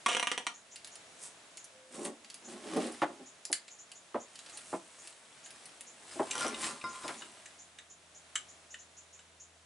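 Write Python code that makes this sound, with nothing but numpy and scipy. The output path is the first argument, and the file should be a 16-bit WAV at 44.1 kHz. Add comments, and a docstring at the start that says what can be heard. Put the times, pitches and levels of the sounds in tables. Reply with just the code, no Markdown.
"""Stiff cable worked by hand in a small wooden cabin.

A blade slider ratchets; the sheath ticks and snaps; sleeves and fingers rub; the cable drags over and slaps
the woodwork; a steel tool slides off a machine table; scratchy clicks ring, some around the tool's stutter,
later ones like a nail on the cable end. Contacts are impulses and noise through resonances, friction is
gritty noise. Through the open door come a buzzing small bird and a dove (swept sines), a far engine (two
sines) and outdoor hush (noise)."""
import sys
import numpy as np
from scipy import signal
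from scipy.fft import rfft, irfft, next_fast_len
from scipy.io import wavfile
from scipy.ndimage import map_coordinates

SR = 44100
rng = np.random.default_rng(int(sys.argv[2]) if len(sys.argv) > 2 else 0)


def linear_from_db(decibels):
    """Turn decibels (scalar or array-like) into linear amplitude factors; 0 gives 1."""
    return 10 ** (np.asarray(decibels, float) / 20)


def put_to_file(sound):
    """Save the sound as 16-bit audio at rate SR, in the file named by the first command-line argument."""
    columns = np.atleast_2d(sound).T  # one column per channel
    safe = np.clip(columns, -1, 1)
    whole_steps = np.round(safe * 32767)
    wavfile.write(sys.argv[1], SR, whole_steps.astype(np.int16))


N = 425565
T = np.arange(N) / SR


def unit(x):
    """Scales to rms 1."""
    return x / np.sqrt(np.mean(x ** 2) + 1e-20)


def along(points, hz):
    """Interpolates (Hz, value) points on a log-frequency axis."""
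    f, v = np.transpose(points)
    return np.interp(np.log(hz + 1), np.log(f + 1), v)


def curves(rows):
    """Interpolates each column after the time to one value per sample."""
    s, *cols = np.transpose(rows)
    return [np.interp(T, s, c) for c in cols]


def wobble(rate):
    """Smooth random curve, rate knots per second."""
    return map_coordinates(rng.standard_normal(int(N * rate / SR) + 4), [T * rate])


def filtered(x, response):
    """Applies a complex frequency response."""
    m = next_fast_len(x.shape[-1] + 8192)
    spectrum = rfft(x, m) * response(np.fft.rfftfreq(m, 1 / SR))
    return irfft(spectrum, m)[..., :x.shape[-1]]


def body(modes):
    """Causal response of (Hz, width Hz, dB) resonances summed with alternating sign."""
    def response(f):
        return sum((-1) ** k * linear_from_db(db) * 1j * f * w / (c * c - f * f + 1j * f * w)
                   for k, (c, w, db) in enumerate(modes))
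    return response


def add(track, s, sound, db):
    """Lays a sound on a track at a given peak level."""
    part = track[..., round(s * SR):][..., :len(sound)]
    part += linear_from_db(db) * (sound / np.abs(sound).max())[:part.shape[-1]]


def gritty(rate, depth_db):
    """Noise whose size jumps about within bounds, as surfaces catch and let go."""
    return unit(rng.standard_normal(N) * linear_from_db(depth_db * np.clip(wobble(rate), -2, 2)))


def crackle(per_s, spread_db):
    """Sparse grains of uneven size."""
    present = rng.random(N) < per_s / SR
    size = linear_from_db(spread_db * np.minimum(rng.exponential(size=N), 2.5))
    return unit(present * size * rng.standard_normal(N))


def strokes(rows):
    """Gain of strokes that climb 10 dB per rise time and drop 10 dB per fall time; powers add."""
    power = sum(linear_from_db(2 * db - 20 * np.maximum((s - T) / rise, (T - s) / fall)) for s, rise, fall, db in rows)
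    return np.sqrt(power)


def wide(pair, spread):
    """Mixes two unrelated sounds towards the left-right likeness of diffuse sound."""
    # (frequency [Hz], left-right likeness at spread 1 [-1..1])
    likeness = [(60, 0.95), (330, 0.89), (810, 0.36), (2990, 0.057), (11000, 0.59)]

    def split(hz):
        angle = spread * np.arccos(np.clip(along(likeness, hz), -1, 1)) / 2
        return np.array([np.cos(angle), np.sin(angle)])
    mid, side = filtered(pair, split)
    return np.array([mid + side, mid - side])


def ratchet():
    """Slider jumps tooth by tooth, slower and slower; each tooth snaps and rattles the housing."""
    # slider housing resonances: (frequency [Hz], width [Hz], level [dB])
    housing = [(480, 520, -4), (1120, 490, 1.5), (1950, 460, 2), (2640, 950, 4.5), (3240, 960, 3),
               (5840, 510, -6), (8640, 1340, -8.5)]
    # housing boom as the slider frees: (frequency [Hz], width [Hz], level [dB])
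    boom = [(1114, 47, 0)]
    # slider breaks free: (time [s])
    latch_s = (0.0618, 0.0651)
    # single teeth: (time [s])
    single_s = [0.1487, 0.168, 0.197, 0.2276, 0.2712, 0.3159, 0.3776, 0.4674]
    latch_db, first_tooth_db, tire_db_per_s = -16.5, -16.5, 7
    whirr_last_gap_s, whirr_shrink, whirr_db = 0.01, 0.88, -23  # shrink: each earlier gap against the next
    wall_s, wall_db = 0.0042, -3  # a near surface repeats each tooth

    out, t = np.zeros(N), T[:1500]
    uneven = rng.standard_normal((12, 2))
    whirr_s = single_s[0] - np.cumsum(whirr_last_gap_s * whirr_shrink ** np.arange(len(uneven)))
    teeth = [(s, latch_db) for s in latch_s]
    teeth += [(s + 0.0005 * a, whirr_db + 0.54 * b) for s, (a, b) in zip(whirr_s, uneven)]
    teeth += [(s, first_tooth_db - tire_db_per_s * (s - single_s[0])) for s in single_s]
    for s, db in teeth:
        blow = (t == 0) + 0.11 * rng.standard_normal(len(t)) * linear_from_db(-60 * t / 0.019)
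        blow = blow + linear_from_db(wall_db) * np.roll(blow, round(wall_s * SR))
        add(out, s, filtered(blow, body(housing)), db)
    add(out, latch_s[0], filtered(1. * (t == 0), body(boom)), -18)
    return out


def ticks():
    """Short contacts ring the sheath, each at its own balance; louder ones have shorter blows."""
    # contacts: (time [s], treble level [dB], body against treble [dB], top against treble [dB])
    contacts = [(0.7586, -37, -9, -5), (0.846, -37, -11, -7), (0.873, -40.5, -11, -5),
                (0.955, -41.5, -11.5, -3), (1.572, -35, -14.5, -8), (1.643, -39, -36, -6),
                (2.0503, -39, -0.5, 4.5), (2.246, -45, -5.5, -12), (2.3007, -36.5, -9, -9),
                (2.3428, -36.5, -14, -6.5), (3.452, -29.5, -21.5, -9.5), (3.528, -17, -11, -2),
                (3.6802, -43, -4, -18), (3.917, -40.5, -9, -1), (4.356, -38, -9, -7),
                (4.3903, -38, -14, -10), (4.462, -45, -3, -11), (4.497, -41.5, -8, -3.5),
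                (4.573, -39, -7, 1), (5.073, -42.5, -12, 0.5), (5.4602, -46.5, -2, 3),
                (5.506, -42.5, -5, -2.5), (5.6567, -45.5, -9, 1.5), (5.8086, -39.5, -11, -1.5),
                (2.7636, -47, -2, 2), (2.866, -46, -8, 2.5), (2.9231, -52, -22, 7),
                (7.0798, -31, -4.5, -7.5), (3.517, -40, -26, 1)]
    # sheath resonances before each contact's balance: (frequency [Hz], width [Hz], level [dB])
    sheath = [(1700, 500, 7), (2850, 600, 7), (4450, 1100, 4), (5800, 1300, -1), (7200, 1300, 1),
              (8700, 1500, 5), (10200, 1400, 3)]
    lowest_db = -6  # lowest resonance against the rest of the body
    ring_db, crack_db = -2.5, 4

    out, t = np.zeros(N), T[:3000]
    for s, db, body_db, top_db in contacts:
        balance = np.array([body_db + lowest_db, body_db, body_db / 2, 0, 0, top_db, top_db])
        mode_db = balance + np.transpose(sheath)[2]
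        peak_db = db + mode_db.max()
        u = t / (0.0034 * linear_from_db(-0.25 * (peak_db + 46)))
        blow = rng.standard_normal(len(t)) * u ** 1.15 * np.exp(-u)
        modes = [(c * (1 + rng.normal(0, 1 / 30)), w, d) for (c, w, _), d in zip(sheath, mode_db)]
        ring = filtered(blow, body(modes))
        ring = filtered(ring, body([(c, 2 * w, 0) for c, w, _ in modes]))  # steep skirts
        add(out, s, ring, peak_db + ring_db)
        crack = (t == 0) + 0.24 * rng.standard_normal(len(t)) * np.exp(-t / 0.0012)
        crack = filtered(crack, body([(c, 1.2 * w, d) for c, w, d in modes]))
        add(out, s, crack, peak_db + crack_db)
    return out


def handling():
    """Cloth rustles in the treble, skin scrapes on the sheath, the cable drags in jerks over the boards."""
    # rubs: (peak time [s], rise per 10 dB [s], fall per 10 dB [s], scrape [dB], rustle against scrape [dB])
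    rubs = [(1.241, 0.034, 0.037, -57, 13), (1.95, 0.031, 0.093, -52.5, 3.5), (2.059, 0.037, 0.015, -48, 5),
            (2.528, 0.058, 0.02, -52, -1), (2.8, 0.17, 0.16, -45, -5), (4.57, 0.27, 0.14, -55.5, -5),
            (4.76, 0.24, 0.016, -59.5, 8.5), (5.06, 0.22, 0.11, -57.5, 2.5), (5.6, 1, 0.98, -61, -2.5),
            (6.14, 0.091, 0.25, -52.5, 2.5), (6.42, 0.1, 0.081, -39.5, -6.5),
            (6.65, 0.067, 0.055, -38, -0.5), (7.03, 0.29, 0.3, -50, -1.5)]
    # cable jerks: (peak time [s], rise per 10 dB [s], fall per 10 dB [s], level [dB])
    jerks = [(2.0, 0.04, 0.083, -44), (2.06, 0.026, 0.033, -38.5), (2.55, 0.062, 0.029, -44.5),
             (2.68, 0.047, 0.042, -42.5), (2.78, 0.054, 0.011, -31), (2.87, 0.13, 0.031, -38.5),
             (3.1, .03, .04, -49.5), (3.22, 0.074, 0.012, -52), (6.54, 0.23, 0.094, -50),
             (6.73, .1, 0.036, -52), (6.86, 0.026, 0.048, -53.5), (7.12, 0.13, 0.13, -56.5)]
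    # boards under the cable: (frequency [Hz], width [Hz], level [dB])
    boards = [(238, 34, 6.5), (360, 88, 0.5), (428.5, 12, 3), (553, 50, -2.5), (818, 60, -6.5),
              (1090, 92, -12)]
    # cloth spectrum: (frequency [Hz], relative density [dB per Hz])
    cloth = [(3000, -17), (5000, -9), (8500, 2), (11000, -6.5)]
    # skin spectrum: (frequency [Hz], relative density [dB per Hz])
    skin = [(60, -11), (500, -6.5), (1050, -5.5), (3000, -7.5), (4800, -11), (7000, -16)]

    rustle = gritty(400, depth_db=3.5) + linear_from_db(-28) * crackle(130, spread_db=15)
    rustle = unit(filtered(rustle, lambda f: linear_from_db(along(cloth, f))))
    scrape = gritty(300, depth_db=4.0) + linear_from_db(-16) * crackle(150, spread_db=-0.5)
    scrape = unit(filtered(scrape, lambda f: linear_from_db(along(skin, f))))
    thin_boards = lambda f: 1 / (1 + (150 / (f + 1)) ** 3)  # small boards radiate no deep bass
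    drag = unit(filtered(gritty(45, depth_db=2.5), lambda f: thin_boards(f) * body(boards)(f)))
    rustle_gain = strokes([(s, rise, fall, db + over_db) for s, rise, fall, db, over_db in rubs])
    scrape_gain = strokes([row[:4] for row in rubs])
    return rustle_gain * rustle + scrape_gain * scrape + strokes(jerks) * drag


def slaps():
    """A blow on the wood travels as a bending wave over several paths: treble arrives first, bass later."""
    # slaps: (time [s], peak level [dB], hardness [dB])
    hits = [(3.017, -17, -5.5), (3.498, -35.5, -19), (4.143, -23, -13.5), (4.727, -25.5, -13),
            (6.155, -36.5, -56), (6.193, -19.5, -16), (6.444, -27.5, -10), (7.042, -34, -12),
            (7.088, -32, 3)]
    # wooden panels: (frequency [Hz], width [Hz], level [dB])
    panels = [(336, 106, -1.5), (656, 152, 2.5), (756, 400, 0), (1250, 460, -4), (1760, 670, -7.5),
              (2940, 9200, -23.5)]

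    out, t = np.zeros(N), T[:6000]
    for s, db, hard_db in hits:
        blow = 9 * (t == 0) + rng.standard_normal(len(t)) * linear_from_db(-60 * (t / 0.052) ** 3)
        treble = [(700, 0), (2000, hard_db + 0.5), (5000, 1.5 * hard_db - 4)]

        def wood(f):
            highpass = 1j * f / (100 + 1j * f)
            bending_lag = np.exp(-2j * np.pi * 0.1027 * np.sqrt(f))
            return highpass * bending_lag * linear_from_db(along(treble, f)) * body(panels)(f)
        add(out, s, filtered(blow, wood), db)
    return out


def tool():
    """A steel tool clinks, stutters and slides on the machine table; soft touches leave upper modes quiet."""
    # clinks: (time [s], peak level [dB], hardness [dB per octave])
    clinks = [(6.108, -46, 12), (6.352, -29, -4), (6.41, -31, 2), (6.624, -38, 7), (6.839, -28, 1),
              (7.04, -36.5, 2)]
    # steel modes: (frequency [Hz], level before hardness [dB], t60 when struck [s])
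    steel = [(1037, 12.5, 0.18), (1190, 6.5, 0.099), (1396, 8, 0.23), (2054, -0.5, 0.12), (2320, -9, 0.15),
             (3750, -7, 0.15), (5060, -4.5, 0.15)]
    # stutters of the dragged tool: (time [s])
    stutter_s = [6.333, 6.354, 6.3804, 6.3964, 6.408, 6.43, 6.448, 6.466, 6.481]
    # stutter resonances: (frequency [Hz], width [Hz], level [dB])
    stutter_modes = [(3120, 440, -1), (5820, 200, 5.5), (8900, 1900, -2)]
    # slides: (peak time [s], rise per 10 dB [s], fall per 10 dB [s], level [dB])
    slides = [(6.44, .1, 0.13, -43), (6.66, 0.044, 0.08, -47), (6.8, .1, .05, -67),
              (6.95, 0.094, 0.063, -50)]

    out, t = np.zeros(N), T[:SR // 2]
    for s, db, hard_db in clinks:
        ring = sum(linear_from_db(g + hard_db * np.log2(hz / steel[0][0]) - 60 * t / t60) * np.sin(2 * np.pi * hz * t)
                   for hz, g, t60 in steel)
        grain = np.abs(rng.standard_normal(300)) ** 3 * np.sign(rng.standard_normal(300))
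        chatter = grain * linear_from_db(-60 * t[:300] / 0.031)  # scuffing contact
        add(out, s, signal.fftconvolve(ring, chatter), db)
    for s in stutter_s:
        burst = rng.standard_normal(600) * linear_from_db(-60 * t[:600] / 0.0067)
        add(out, s, filtered(burst, body(stutter_modes)), -26 + 2 * rng.standard_normal())
    sung = body([(hz, 1.9 / t60 + 12, g) for hz, g, t60 in steel])  # widths from decay, plus 12 Hz
    return out + strokes(slides) * unit(filtered(gritty(120, depth_db=2.5), sung))


def scratchy_clicks():
    """Noise bursts ring resonances: some around the tool's stutter, later ones like a nail on the cable end."""
    # clicks: (time [s], peak level [dB], treble [dB], lowest ring [Hz])
    clicks = [(6.308, -23, 2, 2510), (6.542, -29, -16, 2600), (6.811, -37.5, -24, 2580),
              (7.2183, -35, -21, 1440), (7.456, -37, 3.5, 1800), (7.7847, -36, -5, 1800),
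              (8.3539, -18.5, 1, 1560), (8.7406, -32, -8.5, 1780), (9.189, -46, -3, 1500)]
    # upper rings: (frequency [Hz], width [Hz], level before treble [dB])
    upper = [(2980, 240, 7), (3730, 490, -2), (6230, 630, 0), (7440, 450, 6), (9800, 1400, -12.5)]

    out, t = np.zeros(N), T[:3000]
    for s, db, treble_db, low_hz in clicks:
        blow = rng.standard_normal(len(t)) * t * np.exp(-t / 0.003)
        modes = [(low_hz, 420, 3)] + [(c, w, d + treble_db * (c > 5000)) for c, w, d in upper]
        ring = filtered(blow, body(modes))
        add(out, s, filtered(ring, body([(c, 2 * w, 0) for c, w, _ in modes])), db)  # steep skirts
    return out


def bird():
    """Buzzy chip: a whistle rising to a ceiling, shaken in pitch and level a few hundred times a second."""
    # calls: (time, 8 ms after onset [s])
    calls = [0.547, 0.72, 0.922, 1.585, 2.452, 3.264, 3.712, 3.794, 3.957, 4.206, 4.535, 4.996, 5.444,
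             5.875, 6.896, 7.181, 7.596, 7.905, 8.153, 8.492, 8.711, 8.795, 8.975, 9.135, 9.406]

    out, t = np.zeros(N), T[:4000]
    for s in calls:
        vary = rng.standard_normal(3)
        buzz = 2 * np.pi * 270 * (1 + 0.081 * vary[0]) * t + vary[1]
        dip_hz = (1300 * np.exp(-t / 0.0215) + 500) * (1 - np.sin(buzz)) / 2
        hz = 7250 - dip_hz - 500 * np.exp(-t / 0.00977)
        shape = (t / 0.016) ** 0.5 * np.exp(-(t / 0.019) ** 1.3) * (1 + 0.5 * np.sin(buzz))
        add(out, s - 0.008, shape * np.sin(2 * np.pi * np.cumsum(hz) / SR), -47 + vary[2])
    return out


def dove():
    """Soft coos: sines of gliding pitch and level."""
    # one list per coo: (time [s], frequency [Hz], relative level [dB])
    coos = [
        [(1.0, 515.2, -76), (1.216, 514, -70), (1.3, 507, -87)],
        [(1.68, 530, -82), (1.758, 519, -62.5), (2.0, 516, -64)],
    ]

    out = 0
    for coo in coos:
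        hz, db = curves(coo)
        on = np.clip(np.minimum(T - coo[0][0], coo[-1][0] - T) / 0.04, 0, 1)
        out = out + on * linear_from_db(db + 3.5) * np.sin(2 * np.pi * np.cumsum(hz) / SR)
    return out


def engine():
    """Far engine: sines at the firing rate and its double, fading in."""
    # hum: (time [s], firing rate [Hz], relative first order [dB], relative second order [dB])
    hum = [(7.3, 81.6, -81, -67), (7.36, 81.7, -88, -80), (9.65, 82.3, -80, -83.5)]

    hz, first_db, second_db = curves(hum)
    phase = 2 * np.pi * np.cumsum(hz) / SR
    fade_in = np.clip((T - hum[0][0]) / 0.28, 0, 1)
    return fade_in * (linear_from_db(first_db + 15.5) * np.sin(phase) + linear_from_db(second_db + 4) * np.sin(2 * phase))


def air():
    """Outdoor hush and microphone hiss: wide shaped noise of slowly wavering level."""
    # spectrum: (frequency [Hz], relative density [dB per Hz])
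    spectrum = [(15, -52), (25, -9), (94, -6.5), (545, -3.5), (668, 2), (740, -3), (3680, -6), (4750, -10),
                (6960, -8), (11000, -12.5), (14300, -122), (22000, -120)]
    # mean level: (time [s], level [dB])
    hush = [(0, -57.5), (4, -59), (7.4, -60), (9.65, -61)]

    noise = filtered(rng.standard_normal((2, N)), lambda f: linear_from_db(along(spectrum, f)))
    return linear_from_db(curves(hush)[0] + 1.22 * wobble(3.06)) * unit(wide(noise, spread=0.83))


def cabin(x, delay_s):
    """Walls answer; each frequency dies at its own speed and the paths drift as the body moves."""
    # decay: (frequency [Hz], t60 [s])
    decay = [(200, 0.26), (1500, 0.21), (5000, 0.19), (10000, 0.14)]

    out, step = np.zeros((2, N + SR)), SR // 8
    window = np.sin(np.pi * np.arange(2 * step) / (2 * step))
    for a in range(0, N, step):  # overlapping pieces, each with a fresh tail
        hz, t, z = signal.stft(rng.standard_normal((2, SR // 3)), SR, nperseg=256)
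        fading = z * linear_from_db(-60 * t / along(decay, hz)[:, None])
        tail = wide(signal.istft(fading, SR, nperseg=256)[1], spread=0.74)
        piece = x[a:a + 2 * step] * window[:N - a]
        wet = signal.fftconvolve(piece[None], tail / np.linalg.norm(tail[0]), axes=1)
        out[:, a + round(delay_s * SR):][:, :wet.shape[1]] += wet
    return out[:, :N]


def scene():
    """Mixes close sources, partly direct, with wall echoes; the bird comes mostly by echoes."""
    # hands move across: (time [s], left over right [dB])
    hand_pan = [(4.6, -1), (5.0, 1)]

    teeth, steel, chips = ratchet(), tool(), bird()
    snaps = ticks() + scratchy_clicks()
    thuds, rubbing = slaps(), handling()
    pan_db, = curves(hand_pan)
    close = teeth + steel + snaps + thuds + rubbing
    direct = close * linear_from_db([pan_db / 2, -pan_db / 2]) + linear_from_db(-3) * chips
    echoed = linear_from_db(-5) * (teeth + snaps) + linear_from_db(-9.5) * thuds + linear_from_db(-4) * steel + linear_from_db(-3.5) * rubbing + chips
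    return direct + cabin(echoed, delay_s=0.004) + dove() + engine() + air()


def band_limit(x):
    """A steep low-pass at the top of the band."""
    return signal.sosfilt(signal.butter(12, 11610, fs=SR, output="sos"), x)


def record(dry):
    """Small camera microphone: no deep bass, steep band limit."""
    def microphone(f):
        highpass = f ** 2 / (f ** 2 + 70 ** 2)
        return highpass / (1 + (f / 11100) ** 100)
    return band_limit(filtered(dry, microphone))


dry = scene()
out = record(dry)
put_to_file(out)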